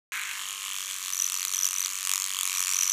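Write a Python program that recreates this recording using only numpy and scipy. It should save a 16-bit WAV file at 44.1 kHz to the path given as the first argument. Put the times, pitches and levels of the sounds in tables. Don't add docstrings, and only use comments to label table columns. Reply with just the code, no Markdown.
import sys
import numpy as np
from scipy import signal
from scipy.fft import rfft, irfft, next_fast_len
from scipy.io import wavfile
from scipy.ndimage import uniform_filter1d, map_coordinates

SR = 44100
rng = np.random.default_rng(int(sys.argv[2]) if len(sys.argv) > 2 else 0)


def voltage_ratio(level):
    return 10 ** (np.asarray(level, float) / 20)


def inscribe(sig):
    pcm = np.round(np.clip(np.atleast_2d(sig).T, -1, 1) * 32767)
    wavfile.write(sys.argv[1], SR, pcm.astype(np.int16))


N = 128772

# (time [s], reversals so far [count])
REVERSAL_COUNT = [(0.1214, 0), (0.1608, 4), (0.2012, 8), (0.3026, 18), (0.3841, 26), (0.4874, 36),
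                  (0.6715, 54), (0.7335, 60), (0.9218, 78), (1.0496, 90), (1.2445, 108), (1.3105, 114),
                  (1.4404, 126), (1.8282, 162), (2.0193, 180), (2.1476, 192), (2.3997, 216), (2.4652, 222),
                  (2.5295, 228), (2.725, 246), (2.9224, 264)]
# (time [s], peak level [dB])
FORWARD_KNOCK = [(0.121, -30.5), (0.262, -34), (0.467, -28), (0.487, -24), (0.59, -31.5), (0.651, -24.5),
                 (0.901, -25), (1.093, -24.5), (1.136, -31), (1.18, -26), (1.223, -32), (1.266, -28),
                 (1.31, -31.7), (1.375, -25.5), (1.419, -23.5), (1.462, -29), (1.483, -26), (1.527, -24),
                 (1.548, -24.5), (1.656, -31.5), (1.677, -29), (1.699, -40), (1.72, -26.1), (1.807, -26),
                 (1.956, -23.5), (1.998, -27), (2.105, -22), (2.253, -23.5), (2.274, -24), (2.337, -22.4),
                 (2.422, -27), (2.465, -21.5), (2.573, -17), (2.813, -19.5), (2.879, -20.5), (2.9, -23)]
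# (time [s], peak level [dB])
BACK_KNOCK = [(0.131, -30.5), (0.313, -24), (0.415, -31), (0.436, -30.5), (0.559, -31.5), (0.682, -24),
              (0.723, -24), (0.765, -20), (0.869, -28), (0.911, -20), (0.954, -31), (1.06, -19.5),
              (1.277, -19), (1.343, -13.5), (1.365, -20), (1.451, -14), (1.473, -23), (1.537, -16),
              (1.602, -20), (1.645, -13), (1.667, -15), (1.731, -15.5), (1.753, -21), (1.817, -18),
              (1.839, -20), (1.86, -14.5), (1.881, -21.7), (1.945, -24), (2.116, -10.5), (2.2, -16.5),
              (2.242, -14.5), (2.284, -20.5), (2.305, -17.6), (2.326, -20.5), (2.411, -11.5),
              (2.562, -21.5), (2.606, -15), (2.649, -17.5), (2.692, -12.5), (2.736, -12.5), (2.802, -27),
              (2.824, -15), (2.846, -24), (2.911, -23)]
# (time [s], peak level [dB])
FORWARD_SQUEAK = [(0.12, -53), (1.093, -33.5), (1.115, -34), (1.136, -19), (1.158, -23), (1.223, -15.5),
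                  (1.266, -18), (1.31, -32), (1.332, -22.5), (1.375, -21.5), (1.44, -29), (1.462, -31),
                  (1.483, -22), (1.505, -34), (1.548, -18), (1.613, -19.5), (1.656, -12.5), (1.699, -26.5),
                  (1.807, -18), (1.828, -20), (1.849, -19.5), (1.871, -32.7), (1.892, -31), (1.977, -27.5),
                  (1.998, -36), (2.019, -36), (2.126, -31), (2.169, -37), (2.295, -39), (2.337, -38),
                  (2.4, -43), (2.443, -32), (2.53, -37), (2.551, -28), (2.66, -33), (2.747, -18.5),
                  (2.835, -15), (2.857, -22.5), (2.9, -14.5)]
# (time [s], peak level [dB])
BACK_SQUEAK = [(.12, -43), (.6, -45), (.78, -32.5), (1, -39.5), (2.45, -40), (2.54, -33), (2.585, -20),
               (2.62, -27), (2.67, -37), (2.72, -29), (2.8, -29.5), (2.845, -21), (2.865, -19), (2.89, -27),
               (2.92, -22)]
# (time [s], level [dB])
SCRUB_LEVEL = [(.12, -36), (.3, -35.5), (.4, -36), (.5, -37), (.65, -36), (.85, -38), (.97, -36),
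               (1.1, -38), (1.5, -40), (1.95, -37.5), (2.1, -38), (2.3, -39), (2.42, -38), (2.5, -34),
               (2.65, -38), (2.92, -37.5)]
# (time [s], opening [0 shut, 1 half, 2 open])
MOUTH_OPENING = [(.12, 0), (.3, .15), (.4, 1), (.5, 1.6), (.6, 1.3), (.7, 2), (.9, 1.8), (.97, 1),
                 (1.2, 1.3), (1.45, 1.6), (1.95, 1.2), (2.2, 1.4), (2.42, 1.9), (2.48, .9), (2.6, 1.4),
                 (2.7, 1), (2.92, 1.2)]
# (time [s], peak level [dB])
SHAFT_LOAD = [(.13, -39), (.42, -32), (.6, -39), (.66, -31), (.8, -36), (.9, -39.5), (1.1, -33),
              (1.25, -38), (1.33, -29), (1.5, -35.5), (1.7, -33.5), (1.87, -34), (2.03, -38), (2.07, -26.5),
              (2.2, -29.5), (2.3, -36), (2.42, -27.5), (2.92, -31.5)]
# (time [s], frequency [Hz], level over back knock [dB])
CHEEK_GAP = [(.12, 2530, -8), (.3, 2570, -9), (.42, 3100, 7.5), (.6, 2930, 2.5), (.8, 3300, -1.5),
             (1.15, 3530, -12), (1.3, 3060, -13), (1.8, 2820, -12), (2, 3060, -11), (2.08, 2860, -14),
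             (2.2, 3000, -13), (2.35, 3100, -3), (2.43, 3430, -7), (2.46, 2350, -8.5), (2.52, 2680, -3.5),
             (2.62, 2860, -18), (2.7, 2570, -13.5), (2.92, 2600, -24)]
# (time [s], frequency [Hz], level over back knock [dB])
TOOTH_RING = [(.12, 4100, -4), (1.2, 4150, -27), (1.3, 4300, -12.5), (1.45, 4300, -8), (1.6, 4160, -12),
              (1.9, 4480, -10), (2.02, 4380, -14), (2.06, 5200, -11.5), (2.18, 5300, -7), (2.26, 5230, -24),
              (2.35, 4060, -25), (2.42, 3950, -17), (2.55, 4230, -13), (2.7, 4600, -25), (2.92, 4100, -15)]
# (frequency [Hz], level over forward knock [dB], decay [dB/ms])
NECK_RING = [(2350, -10.5, 6.5), (6850, -2, 20)]
# (frequency [Hz], width [Hz], level [dB])
HEAD_MODES = [(1137, 303, -8.5), (4430, 1030, -3.5), (5480, 380, -1), (6603, 607, 4), (7815, 1140, 2),
              (9660, 760, 1.5), (12260, 2200, -5), (14780, 1170, -8.5)]
# (frequency [Hz], width [Hz], level [dB])
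SHUT_MODES = [(1720, 620, 3.5), (2540, 640, 7), (3160, 760, 4.5)]
# (frequency [Hz], width [Hz], level [dB])
HALF_MODES = [(1940, 1300, -9.5), (2710, 274, 2.5), (3080, 530, 0.5)]
# (frequency [Hz], width [Hz], level [dB])
OPEN_MODES = [(1840, 590, -9), (2700, 510, 0.5), (3310, 310, 5)]
# (frequency [Hz], width [Hz], level [dB])
GEARBOX_MODES = [(848, 176, -2), (1065, 305, 2.5), (1880, 840, 3.5)]
# (multiple of reversal rate [-], rms level [dB])
MOTOR_ORDERS = [(3, -82), (4, -77), (5, -78.5), (6, -76.5), (7, -81)]
# (frequency [Hz], density [dB per Hz])
AIR_SPECTRUM = [(15, -38), (33, -5), (70, 1), (102, -11.5), (129, -6), (253, -6), (303, -5), (515, -9),
                (850, -6), (1100, -1), (1870, -120)]
# (frequency [Hz], rms level [dB])
FAN_LINES = [(48.4, -104), (68.7, -80), (305.4, -77.5)]
# (delay [s], level [dB])
ECHOES = [(.0031, -34), (.0064, -34.5), (.0093, -47)]

START_S, FADE_S = 0.1205, 0.00062
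AROUND = np.arange(-400, 400)
AROUND_S = AROUND / SR
EARLY_S = 0.0003
TICK_BACK_S = 0.0042
SLIP_S = 2.5


def unit(x):
    return x / np.sqrt(np.mean(x ** 2) + 1e-20)


def at(rows, s, column=1):
    table = np.array(rows)
    return np.interp(s, table[:, 0], table[:, column])


def wobble(rate_hz):
    knots = rng.standard_normal(int(N * rate_hz / SR) + 4)
    return map_coordinates(knots, [np.arange(N) * rate_hz / SR])


def filtered(x, response):
    m = next_fast_len(N + 8192)
    return irfft(rfft(x, m) * response(np.fft.rfftfreq(m, 1 / SR)), m)[:N]


def ringing(peaks):
    def response(f):
        total = 0
        for k, (hz, width_hz, db) in enumerate(peaks):
            damping = 1j * f * width_hz
            total = total + (-1) ** k * voltage_ratio(db) * damping / (hz * hz - f * f + damping)
        return total
    return response


def placed(times_s, shapes):
    index = np.round(times_s * SR).astype(int)[:, None] + AROUND
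    return np.bincount(index.ravel(), shapes.ravel(), N + SR)[:N]


def tent(rise_db_ms, fall_db_ms, hold_s=0):
    ms = AROUND_S * 1000
    return voltage_ratio(rise_db_ms * np.minimum(ms, 0) - fall_db_ms * np.maximum(ms - 1000 * hold_s, 0))


def reversals():
    s, count = np.transpose(REVERSAL_COUNT)
    times_s = np.interp(np.arange(count[-1] + 1), count, s)
    return times_s[::2], times_s[1::2]


def turning():
    s, count = np.transpose(REVERSAL_COUNT)
    t = np.arange(-SR, N) / SR
    speed = np.gradient(np.interp(t, np.r_[s[0] - 2, s], np.r_[-204, count]))
    lag = np.cumsum(uniform_filter1d(speed, size=2000) - speed)[SR:]
    total = np.cumsum(speed)
    return total[SR:] + lag - total[SR + round(s[0] * SR)]


def clinic():
    hz, density_db = np.transpose(AIR_SPECTRUM)
    air = filtered(rng.standard_normal(N), lambda f: voltage_ratio(np.interp(np.log(f + 1), np.log(hz), density_db)))
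    t = np.arange(N) / SR
    fans = 0
    for fan_hz, db in FAN_LINES:
        level = np.sqrt(2) * voltage_ratio(db + 2.5 * wobble(9 + fan_hz / 15))
        fans = fans + level * np.sin(2 * np.pi * fan_hz * t)
    return voltage_ratio(-67.5 + 0.46 * wobble(7.4)) * unit(air) + fans


def motor():
    settles_s = 1
    t, count = np.arange(N) / SR, turning()
    lines = sum(voltage_ratio(db + 5 * wobble(7)) * np.sin(2 * np.pi * k * count) for k, db in MOTOR_ORDERS)
    return np.sqrt(2) * lines / (1 + (t / settles_s) ** 4) ** 0.5


def gears():
    level_db, start_db, settles_s = -53, 21.5, 0.35
    leak, cut_hz, mesh_db = 0.23, 870, 4
    t, turn = np.arange(N) / SR, turning() / 2
    flaws = rng.standard_normal((40, 256))
    place = [t * 5.52, turn % 1 * flaws.shape[1]]
    grind = map_coordinates(flaws, place, order=1, mode="grid-wrap")
    grind = grind * voltage_ratio(mesh_db * np.cos(8 * np.pi * turn))
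    casing = ringing(GEARBOX_MODES)
    grind = filtered(grind, lambda f: casing(f) * (leak + f ** 6 / (f ** 6 + cut_hz ** 6)))
    return unit(grind) * voltage_ratio(level_db + start_db * np.exp(-t / settles_s))


def rattle(times_s, db, slopes_db_ms, scatter_db, crack):
    jitter_s = 0.0001
    shape = (len(times_s), len(AROUND))
    grit = rng.standard_normal(shape) * voltage_ratio(2.3 * rng.standard_normal(shape))
    grit = 1.8 * uniform_filter1d(grit, size=3, axis=0)
    draw = rng.standard_normal((len(times_s), 3))
    blow = grit * tent(*slopes_db_ms) + crack * voltage_ratio(draw[:, :1]) * (AROUND == 0)
    blow = 6.5 * blow / np.linalg.norm(blow, axis=1, keepdims=True)
    level = voltage_ratio(db + scatter_db * draw[:, 2])[:, None]
    return placed(times_s - EARLY_S + jitter_s * draw[:, 1], level * blow)


TICK_DB = -36.5


def early_tick_db(back):
    start_db, fade_s = -21, 0.3
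    return TICK_DB + (start_db - TICK_DB) * np.exp(-((back - START_S) / fade_s) ** 2)


def knocks(forward, back):
    tick_s, tick_slopes_db_ms = 0.0049, (25, 10)
    x = rattle(forward, at(FORWARD_KNOCK, forward) + 2.9, (16, 9), 0.6, crack=3.9)
    x += rattle(back, at(BACK_KNOCK, back) + 0.74, (13, 7), 0.7, crack=7.9)
    x += rattle(forward + tick_s, TICK_DB, tick_slopes_db_ms, 2, crack=3.8)
    return x + rattle(back + TICK_BACK_S, early_tick_db(back), tick_slopes_db_ms, 0.6, crack=6.4)


def ring(times_s, hz, db, fall_db_ms):
    draw = rng.standard_normal((len(times_s), 3))
    struck_hz = (hz * (1 + 0.018 * draw[:, 0]))[:, None]
    tone = np.sin(2 * np.pi * struck_hz * AROUND_S + draw[:, 1:2])
    level = voltage_ratio(db + 0.41 * draw[:, 2])[:, None]
    return placed(times_s - EARLY_S, level * tent(23.5, fall_db_ms) * tone)


def rings(forward, back):
    x = np.zeros(N)
    for part in (CHEEK_GAP, TOOTH_RING):
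        db = at(BACK_KNOCK, back) + at(part, back, column=2)
        x += ring(back, at(part, back), db, fall_db_ms=13.5)
    x += ring(back + TICK_BACK_S, 2200, early_tick_db(back) - 5.5, fall_db_ms=7.1)
    for hz, db, fall_db_ms in NECK_RING:
        x += ring(forward, hz, at(FORWARD_KNOCK, forward) + db, fall_db_ms)
    return x


def scrub():
    dull_hz = 6000
    grain = rng.standard_normal(N) * voltage_ratio(3 * wobble(1500) + 0.5 * wobble(120) + 0.55 * wobble(12))
    grain = filtered(grain, lambda f: 1 / (1 + 1j * f / dull_hz))
    return unit(grain) * voltage_ratio(at(SCRUB_LEVEL, np.arange(N) / SR))


def shaft(forward, back):
    sing_hz, rise_hz_ms = 1099, 40
    lead_s, forward_lead_s, forward_db = 0.0012, 0.00368, -9
    times_s = np.concatenate([back, forward - forward_lead_s]) - lead_s
    load_db = at(SHAFT_LOAD, times_s) + forward_db * (np.arange(len(times_s)) >= len(back))
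    draw = rng.standard_normal((len(times_s), 2))
    hz = sing_hz + rise_hz_ms * 500 * AROUND_S
    tone = np.sin(2 * np.pi * hz * AROUND_S + 0.076 * draw[:, :1])
    level = voltage_ratio(load_db[:, None] + 1.2 * draw[:, 1:])
    return placed(times_s, level * tent(4.5, 8, hold_s=0.00048) * tone)


def squeak(times_s, rows, scatter_db):
    squeak_hz, chatter_lag = 5988, 50
    late, slipping = times_s > SLIP_S, np.arange(N) / SR > SLIP_S
    shape = tent(5.5, 16, np.where(late, 0.0018, 0.0014)[:, None])
    db = at(rows, times_s) + scatter_db * rng.standard_normal(len(times_s))
    lead_s = np.where(late, 0.0028, 0.0016)
    swell = placed(times_s - lead_s, voltage_ratio(db)[:, None] * shape)
    swell = uniform_filter1d(swell, size=15) * voltage_ratio(1.47 * wobble(800))
    rough = 0.0125 * np.where(slipping, 1.8, 1) * wobble(900)
    hz = squeak_hz * (1 + rough + 0.002 * wobble(30) - 0.012 * slipping)
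    phase = 2 * np.pi * np.cumsum(hz) / SR
    overtone = voltage_ratio(-14.5 - 5 * slipping + 3 * wobble(900)) * np.sin(2 * phase + 0.5 * wobble(1500))
    tone = np.sin(phase) + overtone
    chatter_db = np.where(slipping, -6, -12) + 4 * wobble(1200)
    chatter = np.roll(swell, chatter_lag) * voltage_ratio(chatter_db) * rng.standard_normal(N)
    return np.array([swell * tone, chatter])


def near_field(f):
    ratio = f / 1141
    low_cut = (1j * ratio) ** 6 / (1 - ratio ** 2 + 1.1j * ratio) ** 3
    return low_cut * (1 + sum(voltage_ratio(db) * np.exp(-2j * np.pi * f * s) for s, db in ECHOES))


def scene():
    covered_db, mouth_knock_db = -2.5, -3
    forward, back = reversals()
    forward_squeak = squeak(forward, FORWARD_SQUEAK, scatter_db=0.5)
    tone, chatter = forward_squeak + squeak(back, BACK_SQUEAK, scatter_db=-1.7)
    blows, rub = knocks(forward, back), scrub() + chatter
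    opening = at(MOUTH_OPENING, np.arange(N) / SR)
    tool = voltage_ratio(covered_db * np.clip(1 - opening, 0, 1)) * filtered(blows + rub, ringing(HEAD_MODES))
    tool = tool + tone + shaft(forward, back) + rings(forward, back)
    for state, modes in enumerate([SHUT_MODES, HALF_MODES, OPEN_MODES]):
        share = np.clip(1 - abs(opening - state), 0, 1)
        tool = tool + share * filtered(voltage_ratio(mouth_knock_db) * blows + rub, ringing(modes))
    return (filtered(tool, near_field) + gears() + motor() + clinic())[None]


def band_limit(x):
    return signal.sosfilt(signal.butter(12, 15940, fs=SR, output="sos"), x)


def record(dry):
    top_hz, top_db, slope_db_hz = 15250, -6, 0.018
    gate = np.clip((np.arange(N) / SR - START_S) / FADE_S, 0, 1)
    x = filtered(dry[0], lambda f: voltage_ratio((f > top_hz) * (top_db - slope_db_hz * (f - top_hz))))
    mix = x[None] * gate
    return band_limit(mix)


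dry = scene()
out = record(dry)
inscribe(out)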